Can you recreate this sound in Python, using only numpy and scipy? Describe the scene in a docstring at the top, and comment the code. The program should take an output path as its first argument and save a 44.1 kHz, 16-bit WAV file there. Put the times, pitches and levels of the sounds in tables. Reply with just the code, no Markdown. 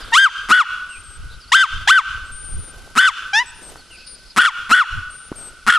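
"""Open yard, from 0 s: noise air, wind and grass rustle, bird slurs, the fading echo of earlier barks.
A small dog yaps in pairs from 0.1 s: harmonics roughened by a second vibration and chaos, shaped by a throat
filter; some barks open with a rattle of slaps. Fence and surroundings scatter them as noise-shaped echoes.
Sine whistles from 0.9 s, strongest gust near 1.8 s, damped-sine knocks from 2.9 s, a clean yelp at 3.3 s,
noise chatter near 4.1 s, a lone bark at 5.7 s. Gain control pulls loud sound down throughout."""
import sys
import numpy as np
from scipy import signal
from scipy.fft import rfft, irfft, next_fast_len
from scipy.io import wavfile
from scipy.ndimage import uniform_filter1d, minimum_filter1d

SR = 44100
rng = np.random.default_rng(int(sys.argv[2]) if len(sys.argv) > 2 else 0)


def master_out(mix):
    """Clip the mix to full scale and print it as 16-bit PCM to the path in sys.argv[1]."""
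    frames = np.transpose(np.atleast_2d(mix))
    ceiling = np.clip(frames, -1, 1)
    pcm = np.round(ceiling * 32767).astype(np.int16)
    wavfile.write(sys.argv[1], SR, pcm)


N = 254897
TIME = np.arange(N) / SR
CUTOFF_HZ = 13600

# still air, relative spectrum: f/Hz, level/dB
AIR_SPECTRUM = [(30, -50), (120, 15.5), (250, 11.5), (500, -24.5), (1000, -33), (2000, 7.5), (5000, 10),
                (7000, 2), (11000, 5), (12500, -36), (14000, -44)]
# wind rumble, relative spectrum: f/Hz, level/dB
WIND_SPECTRUM = [(15, -1), (35, 2), (75, -4.5), (120, -11.5), (200, -27), (400, -43.5), (1000, -72)]
# gusts on the microphone: middle t/s, length/s, level/dB before buffeting
GUSTS = [(.08, 0.17, -44), (.75, 0.084, -44), (1.28, 0.37, -38), (1.8, 0.16, -25), (2.25, 0.39, -36),
         (2.6, 0.33, -32), (4.98, 0.12, -27)]
# grass rustle, relative spectrum: f/Hz, level/dB
GRASS_SPECTRUM = [(120, 1), (400, 5.5), (1000, -2), (2000, -11), (5000, -10.5), (10000, -10.5),
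                  (13000, -11.5)]
# feet shuffling in the grass: middle t/s, length/s, level/dB before crunching
SHUFFLES = [(.03, 0.51, -49), (2.75, 0.63, -48), (3.69, .17, -41), (5.42, 0.24, -45.5), (5.7, .25, -55)]
BREEZE_DB, RUSTLE_DB = -50, -55.5
# stereo noise: f/Hz, left-right correlation/1
LIKENESS = [(30, 0.55), (100, 0.37), (250, 0.67), (1500, 0.99), (4000, 0.76), (10000, 0.32)]
# fading echo of earlier barks, relative spectrum: f/Hz, level/dB
LINGER_SPECTRUM = [(700, -40), (1200, -9.5), (1550, -4.5), (1800, -19), (2600, -20.5), (3200, -12),
                   (4200, -19), (8000, -43)]
# high bird whistles: t/s, length/s, start f/Hz, middle f/Hz, end f/Hz, relative level/dB
WHISTLES = [ (.885, .14, 8490, 8510, 8780, -44), (1.025, .16, 8560, 8390, 8380, -45),
            (2.25, .05, 8470, 8420, 8450, -51), (2.31, .13, 8600, 8810, 9110, -38),
            (2.425, .145, 9030, 8890, 8860, -36), (2.565, .16, 8930, 9120, 8720, -41),
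            (3.455, .06, 8200, 7980, 8250, -44), (3.54, .09, 9000, 9080, 8800, -50),
            (3.62, .09, 8720, 8410, 8480, -42), (3.91, .055, 8840, 9050, 9400, -51),
            (4.06, .1, 9280, 9170, 9120, -41), (5.095, .125, 8620, 8790, 8920, -42),
            (5.21, .085, 8820, 9000, 9230, -45), (5.35, .155, 8750, 8380, 8220, -38), ]
# fainter bird slurs: t/s, length/s, start f/Hz, end f/Hz, relative level/dB
SLURS = [(0, 0.052, 5140, 4550, -36), (0.04, .06, 8230, 8750, -48), (0.889, 0.11, 2944, 2380, -34.5),
         (1.29, 0.065, 3483, 4870, -42.5), (1.316, 0.055, 3520, 4150, -43), (1.399, 0.06, 5370, 4110, -40),
         (1.469, 0.051, 4130, 5430, -41), (3.77, 0.052, 4690, 4340, -42), (3.893, 0.087, 3090, 2370, -37),
         (3.973, 0.089, 2620, 2560, -41)]
# buzzing bird chatter: middle t/s, length/s, level/dB before flicker
CHATTER = [(4.07, 0.32, -46.5), (4.29, 0.1, -47)]
# chatter buzz, relative spectrum: f/Hz, level/dB
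CHATTER_SPECTRUM = [(3400, -12), (4400, 8), (5100, 9.5), (6200, -29)]
# hand knocks on the camera body: t/s, initial level/dB, f/Hz, 60 dB decay time/s
KNOCKS = [(2.876, -29.5, 710, 0.0091), (3.758, -20, 992, 0.0031), (5.3174, -11.5, 320, 0.014),
          (5.3256, -21.5, 1099, 0.0096)]
# throat rattles opening a bark: start t/s, end t/s, relative level/dB
RATTLES = [(0.488, 0.517, -9), (2.9538, 2.981, -11), (4.363, 4.389, -8.5), (4.695, 4.721, -12.5),
           (5.666, 5.689, -8)]
# resonances rung by the rattle: f/Hz, width/Hz, relative level/dB
RATTLE_MODES = [(260, 126, 7.5), (1247, 290, 16.5), (1710, 98, -12), (3250, 210, -51), (5000, 270, -59),
                (8000, 830, -66)]
# mouth and throat in a bark: f/Hz, gain/dB
BARK_THROAT = [(300, -10), (650, -4), (900, -6.5), (1250, 4.5), (1550, 3), (1850, 2), (2400, -10.5),
               (3300, -2), (4500, -17.5), (5400, -19.5), (7000, -22), (9500, -30), (12000, -33.5),
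               (14000, -30)]
# mouth and throat in the yelp: f/Hz, gain/dB
YELP_THROAT = [(300, -52), (800, -4), (1300, -1.5), (1800, 2.5), (2600, -9), (3500, -7), (4400, -24.5),
               (5300, -14.5), (6900, -26), (7800, -40), (9800, -31), (12000, -40)]
# air torn at the vocal folds, relative spectrum: f/Hz, level/dB
RASP_SPECTRUM = [(300, -21), (800, -26), (1300, -36), (1850, 1.5), (2400, -0.5), (3250, -16), (4300, -8.5),
                 (6500, -15.5), (9500, -13.5), (12000, -27.5), (14000, -68)]
# barks: start t/s, attack/s, climb/s, hold/s, opening f/Hz, top f/Hz, base level/dB, sag over hold/dB,
#   overtone slopes in climb, hold and fall/(dB/octave), roughness at break and at end of hold/1
BARKS = [ (.118, .021, 0.046, 0.065, 916, 1589, 3.5, 0, 1.5, -2, -8, 0.27, 0.045),
         (0.507, 0.0053, 0.018, .066, 1222, 1500, 5.5, 3, -1, -8.5, -5, .42, 0.25),
         (1.516, 0.0051, 0.033, .071, 893, 1585, 3.5, 2.5, 1.5, -3, -4.5, 0.43, 0.3),
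         (1.871, 0.0058, 0.037, 0.061, 778, 1559, 4.5, 0.5, 2, -9, -5, 0.45, 0.13),
         (2.973, 0.0052, 0.019, .074, 1248, 1558, 2, 0.5, 2, -6.5, -1.5, 0.65, 0.36),
         (4.378, 0.00616, .011, 0.073, 1221, 1492, 2, 3, -3.5, -6.5, -3, 0.77, 0.624),
         (4.713, 0.0053, 0.022, 0.062, 1280, 1515, 5, 3, -0.5, -10.5, -7, 0.66, 0.36),
         (5.679, 0.0066, 0.0056, 0.072, 1335, 1478, 0.5, 0, -8, -7.5, -6, 1, 0.55), ]
# soft unbroken yelp: t/s, f/Hz, relative level/dB
YELP = [(3.327, 792, -39), (3.335, 784, -14), (3.357, 856, -11), (3.391, 924, -11), (3.411, 1003, -17.5),
        (3.427, 977, -21.5), (3.436, 910, -41)]
# scatter off mesh and grass: f/Hz, gain re direct sound/dB
SCATTER = [(1000, -10), (2200, -21), (4500, -14), (8000, 2.5)]
# neighbourhood echo decay: t/s, relative level/dB
ECHO_FADE = [(0, -11), (.05, 4.5), (.13, 0), (.2, -4), (.3, -12), (.45, -24), (.7, -25.5), (1.1, -28),
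             (1.8, -43)]
# neighbourhood echo, relative spectrum: f/Hz, level/dB
ECHO_SPECTRUM = [(200, -31), (900, -3.5), (1200, -2.5), (1500, -3.5), (1850, -8.5), (2500, 3.5), (3200, -5),
                 (4000, -3), (6000, -2), (12000, -6)]

# onset: the overtones lag the note
ATTACK_DB, ATTACK_SLOPE_DB_PER_OCTAVE, CLIMB_ROUGH = 24, -17, 0.076
# level follows pitch, with an accent at the top
EFFORT_DB_PER_OCTAVE, ACCENT_DB, ACCENT_S = 10.5, 4.5, 0.012
# at the top: duller, then a rasping break that drags the pitch down
DULLING_S, BREAK_AFTER_S, BREAK_S, DRAG_OCTAVES = 0.015, 0.0018, 0.0097, 0.0704
# held pitch: sinks, arches, corners rounded
SAG_OCTAVES, ARCH_OCTAVES, PITCH_GLIDE_S = 0.0189, 0.02347, 0.012
# treble: weak in the hold, flares as the folds relax
HELD_TREBLE_DB, FLARE_DB, FLARE_AFTER_S, FLARE_S = -4, 11, 0.022, 0.044
# fall: pitch drops, then the breath is let go
FALL_S, FALL_OCTAVES, FALL_ROUGH = 0.047, 0.9, 0.026
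LET_GO_S, RELEASE_S, RELEASE_DB, RELEASE_SLOPE_DB_PER_OCTAVE = 0.018, 0.019, 26.5, -7.5
YELP_DB, YELP_ROUGH = -1.2, 0.018


def from_db(db):
    """Decibels to amplitude gain."""
    return 10 ** (np.asarray(db) / 20)


def rms_one(x):
    """Scale to unit power."""
    return x / np.sqrt(np.mean(x ** 2) + 1e-20)


def ramp(t, start, length):
    """Linear rise from 0 to 1 over a length of time."""
    return np.clip((t - start) / max(length, 1e-4), 0, 1)


def blend(a, b, share):
    """Go from a to b as the share goes from 0 to 1."""
    return a + (b - a) * share


def follow(rows, t):
    """Interpolate each column of a curve at the times t."""
    times, *columns = np.transpose(rows)
    return [np.interp(t, times, column) for column in columns]


def at_hz(points, hz):
    """Interpolate a spectrum on a log-frequency axis."""
    f, value = np.transpose(points)
    return np.interp(np.log(hz + 1e-3), np.log(f), value)


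def span(start, end):
    """Sample numbers between two times, at least 10 ms where they fit."""
    return np.arange(max(int(start * SR), 0), min(int(max(end, start + .01) * SR), N))


def waver(size, rate_hz):
    """Low-passed random wander with unit rms."""
    low = signal.butter(2, rate_hz, fs=SR, output="sos")
    return rms_one(signal.sosfilt(low, rng.standard_normal(size + 4096))[-size:])


def colour(x, spectrum):
    """Minimum-phase filter from a smooth spectrum, by cepstral folding: the phase of a resonant body."""
    size = 2 * next_fast_len(x.shape[-1] // 2 + 1024)
    gain = from_db(at_hz(spectrum, np.fft.rfftfreq(size, 1 / SR)))
    cepstrum = irfft(np.log(gain))
    cepstrum[1:size // 2] *= 2
    cepstrum[size // 2 + 1:] = 0
    return irfft(rfft(x, size) * np.exp(rfft(cepstrum)), size)[..., :x.shape[-1]]


def resonate(x, hz, width_hz):
    """One two-pole resonance with about unit peak gain."""
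    r = np.exp(-np.pi * width_hz / SR)
    zeros = np.array([1, 0, -1]) * (1 - r * r) / 2
    poles = [1, -2 * r * np.cos(2 * np.pi * hz / SR), r * r]
    return signal.lfilter(zeros, poles, x + 1e-18)


def diffuse(spectrum, size=N):
    """Stereo noise from all around, partly correlated between the ears, unit rms."""
    padded = next_fast_len(size)
    hz = np.fft.rfftfreq(padded, 1 / SR)
    alike = np.clip(at_hz(LIKENESS, hz), 0, 1)
    noise = rfft(rng.standard_normal((2, padded)))
    mid, side = noise * np.sqrt([1 + alike, 1 - alike]) * from_db(at_hz(spectrum, hz))
    return rms_one(irfft(np.array([mid + side, mid - side]), padded)[:, :size])


def swells(rows, floor_db=-np.inf):
    """Gain of bell-shaped swells summed in power over a steady floor."""
    power = from_db(floor_db) ** 2
    for middle, length, db in rows:
        power = power + from_db(db) ** 2 * np.exp(-2 * (2 * (TIME - middle) / length) ** 2)
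    return np.sqrt(power)


def pan(x, left_db):
    """Place a source by the level of left over right."""
    return x * from_db(np.array([[left_db], [-left_db]]) / 2)


def yard(air_db=-51.0, buffet_db=4.0, crunch_db=3.0):
    """Shaped noise: steady air, lumpy wind on the microphone, feet shifting in the grass."""
    air = from_db(air_db) * diffuse(AIR_SPECTRUM)
    wind = diffuse(WIND_SPECTRUM) * swells(GUSTS, BREEZE_DB) * from_db(buffet_db * waver(N, 9.2))
    grass = diffuse(GRASS_SPECTRUM) * swells(SHUFFLES, RUSTLE_DB) * from_db(crunch_db * waver(N, 31))
    return air + wind + grass


def lingering(level_db=-36, fade_db_per_s=30):
    """Noise decaying exponentially: the neighbourhood still rings from earlier barks."""
    return diffuse(LINGER_SPECTRUM) * from_db(level_db - fade_db_per_s * TIME)


def whistles(level_db=0.24, left_db=6.5):
    """Near-pure tones bending along a parabola, from one side."""
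    out = np.zeros(N)
    for start, length, *bend_hz, row_db in WHISTLES:
        at = span(start, start + length)
        bend = np.polyfit([0, .5, 1], bend_hz, 2)
        pitch_hz = np.polyval(bend, ramp(TIME[at], start, length))
        phase = 2 * np.pi * np.cumsum(pitch_hz * (1 + .0008 * waver(len(at), 120))) / SR
        level = np.sqrt(2) * from_db(level_db + row_db)
        out[at] += np.sin(phase) * level * signal.windows.tukey(len(at), .25)
    return pan(out, left_db)


def slurs(level_db=-7, quiver=0.037):
    """Quivering tones gliding geometrically in pitch, centred."""
    out = np.zeros(N)
    for start, length, from_hz, to_hz, row_db in SLURS:
        at = span(start, start + length)
        pitch_hz = np.geomspace(from_hz, to_hz, len(at)) * (1 + quiver * waver(len(at), 230))
        tone = np.sin(2 * np.pi * np.cumsum(pitch_hz) / SR)
        out[at] += np.sqrt(2) * from_db(level_db + row_db) * tone * signal.windows.tukey(len(at), .5)
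    return out


def chatter(flicker_db=3):
    """Buzzing chatter: band-shaped noise with a flickering level."""
    return diffuse(CHATTER_SPECTRUM) * swells(CHATTER) * from_db(flicker_db * waver(N, 25))


def knocks():
    """Quickly damped sines: dull taps on the camera body."""
    out = np.zeros(N)
    for start, initial_db, hz, t60_s in KNOCKS:
        at = span(start, start + 2 * t60_s)
        t = TIME[at] - TIME[at[0]]
        out[at] += from_db(initial_db - 60 * t / t60_s) * np.sin(2 * np.pi * hz * t)
    return out


def rattles(first_hz=180, last_hz=275, growth_db=19, grit=0.072, grit_s=0.0058, trim_db=-4):
    """Separate slaps of the slack folds come faster and harder, ringing the throat."""
    out = np.zeros(N)
    for start, end, level_db in RATTLES:
        at = span(start, end + 0.048)
        progress = (TIME[at] - TIME[at[0]]) / max(end - start, .01)
        cycles = np.cumsum(first_hz + (last_hz - first_hz) * progress) / SR
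        clicks = np.diff(np.floor(cycles), prepend=-1) * (progress < 1)
        slaps = clicks * from_db(growth_db * (progress - 1))
        # each slap lets a short burst of air through
        puff_envelope = signal.lfilter([1], [1, -np.exp(-1 / (grit_s * SR))], slaps)
        driven = slaps + grit * puff_envelope * rng.standard_normal(len(at))
        rung = sum(from_db(db) * resonate(driven, hz, width_hz) for hz, width_hz, db in RATTLE_MODES)
        out[at] -= from_db(level_db + trim_db) * rms_one(rung)
    return out


def voice(at, pitch_hz, level_db, slope_db, rough, throat, treble_db,
          second_hz=410, second_depth=0.69, second_jitter=0.11, jitter=0.0057, flutter_bend=0.07,
          chaos_hz=170, chaos_bend=0.064, chaos_db=7.5, hiss_db=-31, rasp_db=-12,
          gape_db=2.5, closing_db=5.0, rounding_db=2.0):
    """Vocal folds through the throat; pressed hard, a slower second vibration and chaos roughen them."""
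    out, size = np.zeros(N), len(at)
    rough = np.clip(rough, 0, 1)
    level = from_db(level_db) * signal.windows.tukey(size, .08)
    flutter = (jitter + flutter_bend * rough) * waver(size, 493)
    bend = flutter + chaos_bend * rough ** 2 * waver(size, chaos_hz)
    phase = 2 * np.pi * np.cumsum(pitch_hz * (1 + bend)) / SR
    k = np.arange(1, 15)[:, None]  # harmonic numbers
    strengths = from_db(slope_db * np.log2(k)) * (k * pitch_hz < CUTOFF_HZ)
    # the jaw starts wide open and closes, dulling the treble
    treble = np.clip((k * pitch_hz - 3800) / 1400, 0, 1)
    jaw_db = gape_db - closing_db * np.linspace(0, 1, size)
    strengths = strengths * from_db(treble * (treble_db + jaw_db))
    # slow shutting of the folds rounds off the highest harmonics
    strengths = strengths * from_db(-rounding_db * np.maximum(k - 7, 0))
    # the second vibration adds a side line above each harmonic, more strongly above the overtones
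    second_bend = (second_jitter + rough ** 2 / 2) * waver(size, chaos_hz)
    second = 2 * np.pi * np.cumsum(second_hz * (1 + second_bend)) / SR
    coupling = second_depth * np.minimum(rough, .5) * np.minimum(k, 2) ** 2
    lines = np.cos(k * phase) + coupling * np.cos(k * phase + second)
    folds = -np.sum(strengths * lines, axis=0)
    # evens out the level as harmonics sweep through the resonances
    throat_gain = from_db(at_hz(throat, k * pitch_hz))
    carried = np.sqrt(np.sum((strengths * throat_gain) ** 2, axis=0) / 2)
    # upward swings capped: chaos makes the note sag and catch rather than burst
    swell = from_db(chaos_db * rough ** 2 * np.minimum(waver(size, chaos_hz), 1))
    note = colour(folds / carried * swell * level, throat)
    # air escapes in puffs, once a cycle
    puffs = rng.standard_normal(size) * (1 + np.cos(phase)) * swell
    air = rms_one(colour(puffs, RASP_SPECTRUM))
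    out[at] = note + air * level * (from_db(hiss_db) + from_db(rasp_db) * rough ** 2)
    return out


def yelp(slope_db_per_octave=3.0, dulling=0.6):
    """A clean note, mostly rising, with overtones that weaken as it softens."""
    at = span(YELP[0][0], YELP[-1][0])
    pitch_hz, level_db = follow(YELP, TIME[at])
    slope_db = slope_db_per_octave + dulling * (level_db - level_db.max())
    return voice(at, pitch_hz, level_db + YELP_DB, slope_db, YELP_ROUGH, YELP_THROAT, 0)


def bark(start, attack_s, climb_s, hold_s, opening_hz, top_hz, level_db, sag_db,
         climb_slope_db, held_slope_db, fall_slope_db, first_rough, last_rough):
    """The folds tighten to a top note, break into a rasp while held, then slacken and fall away."""
    top = start + attack_s + climb_s
    drop = top + hold_s
    at = span(start, drop + FALL_S)
    t = TIME[at]
    # progress of each phase, 0-1
    unopened = 1 - ramp(t, start, attack_s)
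    climbed = ramp(t, start + attack_s, climb_s)
    held = ramp(t, top, hold_s)
    fallen = ramp(t, drop, FALL_S)
    eased = ramp(t, drop - BREAK_S / 2, BREAK_S)
    released = 1 - np.exp(-np.maximum(t - drop - LET_GO_S, 0) / RELEASE_S)

    rasp = blend(first_rough, last_rough, held)
    rough = blend(CLIMB_ROUGH, rasp, ramp(t, top + BREAK_AFTER_S, BREAK_S))
    rough = blend(rough, FALL_ROUGH, eased)

    octaves = np.log2(opening_hz / top_hz) * (1 - climbed)
    octaves = octaves - DRAG_OCTAVES * rough - SAG_OCTAVES * held - FALL_OCTAVES * fallen
    octaves = octaves + ARCH_OCTAVES * np.sin(np.pi * held)
    octaves = uniform_filter1d(octaves, size=int(PITCH_GLIDE_S * SR))

    flare = np.exp(-((t - drop - FLARE_AFTER_S) / FLARE_S) ** 2)
    treble_db = HELD_TREBLE_DB * ramp(t, top, BREAK_S) + FLARE_DB * flare
    effort_db = EFFORT_DB_PER_OCTAVE * octaves + ACCENT_DB * np.exp(-((t - top) / ACCENT_S) ** 2)
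    envelope_db = -ATTACK_DB * unopened - sag_db * held - RELEASE_DB * released

    slope_db = climb_slope_db + ATTACK_SLOPE_DB_PER_OCTAVE * unopened
    slope_db = blend(slope_db, held_slope_db, ramp(t, top - DULLING_S / 2, DULLING_S))
    slope_db = blend(slope_db, fall_slope_db, eased)
    slope_db = blend(slope_db, RELEASE_SLOPE_DB_PER_OCTAVE, released)
    loudness_db = level_db + effort_db + envelope_db
    return voice(at, top_hz * 2 ** octaves, loudness_db, slope_db, rough, BARK_THROAT, treble_db)


def fence(x, decay_s=.0025):
    """Mesh and grass scatter the sound for a few milliseconds, differently for each ear."""
    t = TIME[:SR // 100]
    response = rms_one(rng.standard_normal((2, len(t))) * np.exp(-t / decay_s)) / np.sqrt(len(t))
    return signal.fftconvolve(x[None], colour(response, SCATTER), axes=1)[:, :N]


def neighbourhood(x, echo_db=-23.5):
    """Houses, walls and trees scatter sound back as a decaying noise response of unit energy."""
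    t = TIME[:2 * SR]
    response = diffuse(ECHO_SPECTRUM, size=len(t)) * from_db(follow(ECHO_FADE, t)[0])
    response = rms_one(response) / np.sqrt(len(t))
    return from_db(echo_db) * signal.fftconvolve(x[None], response, axes=1)[:, :N]


def scene(bird_echo_db=4):
    """Yard and birds behind, dog straight ahead, echoes of both."""
    background = yard() + lingering() + knocks()
    song = whistles() + slurs() + chatter()
    dog = rattles() + yelp() + sum(bark(*row) for row in BARKS)
    echo = neighbourhood(dog + from_db(bird_echo_db) * song.mean(axis=0))
    return background + song + echo + fence(dog) + dog


def gain_control(x, threshold_db=-11, squeeze=0.76, attack_s=0.00011, release_db_per_s=115, hold_size=1501):
    """Loud sound pulls the gain down at once; it is held briefly, then creeps back."""
    power = uniform_filter1d(np.mean(x ** 2, axis=0), size=180)
    level_db = 10 * np.log10(np.abs(power) + 1e-12)
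    cut_db = squeeze * np.maximum(level_db - threshold_db, 0)
    # hold: deepest cut of the last 34 ms
    cut_db = -minimum_filter1d(-cut_db, size=hold_size, origin=(hold_size - 1) // 2)
    # release: the cut shrinks no faster than this rate
    recovery_db = release_db_per_s * TIME
    cut_db = np.maximum.accumulate(cut_db + recovery_db) - recovery_db
    r = np.exp(-1 / (attack_s * SR))
    return x * from_db(-signal.lfilter([1 - r], [1, -r], cut_db))


def record(dry):
    """Gain control, clipping just under full scale, then a steep low-pass."""
    clipped = np.clip(gain_control(dry), -.92, .92)
    return signal.sosfilt(signal.cheby2(16, 95, CUTOFF_HZ, fs=SR, output="sos"), clipped)


dry = scene()
out = record(dry)
master_out(out)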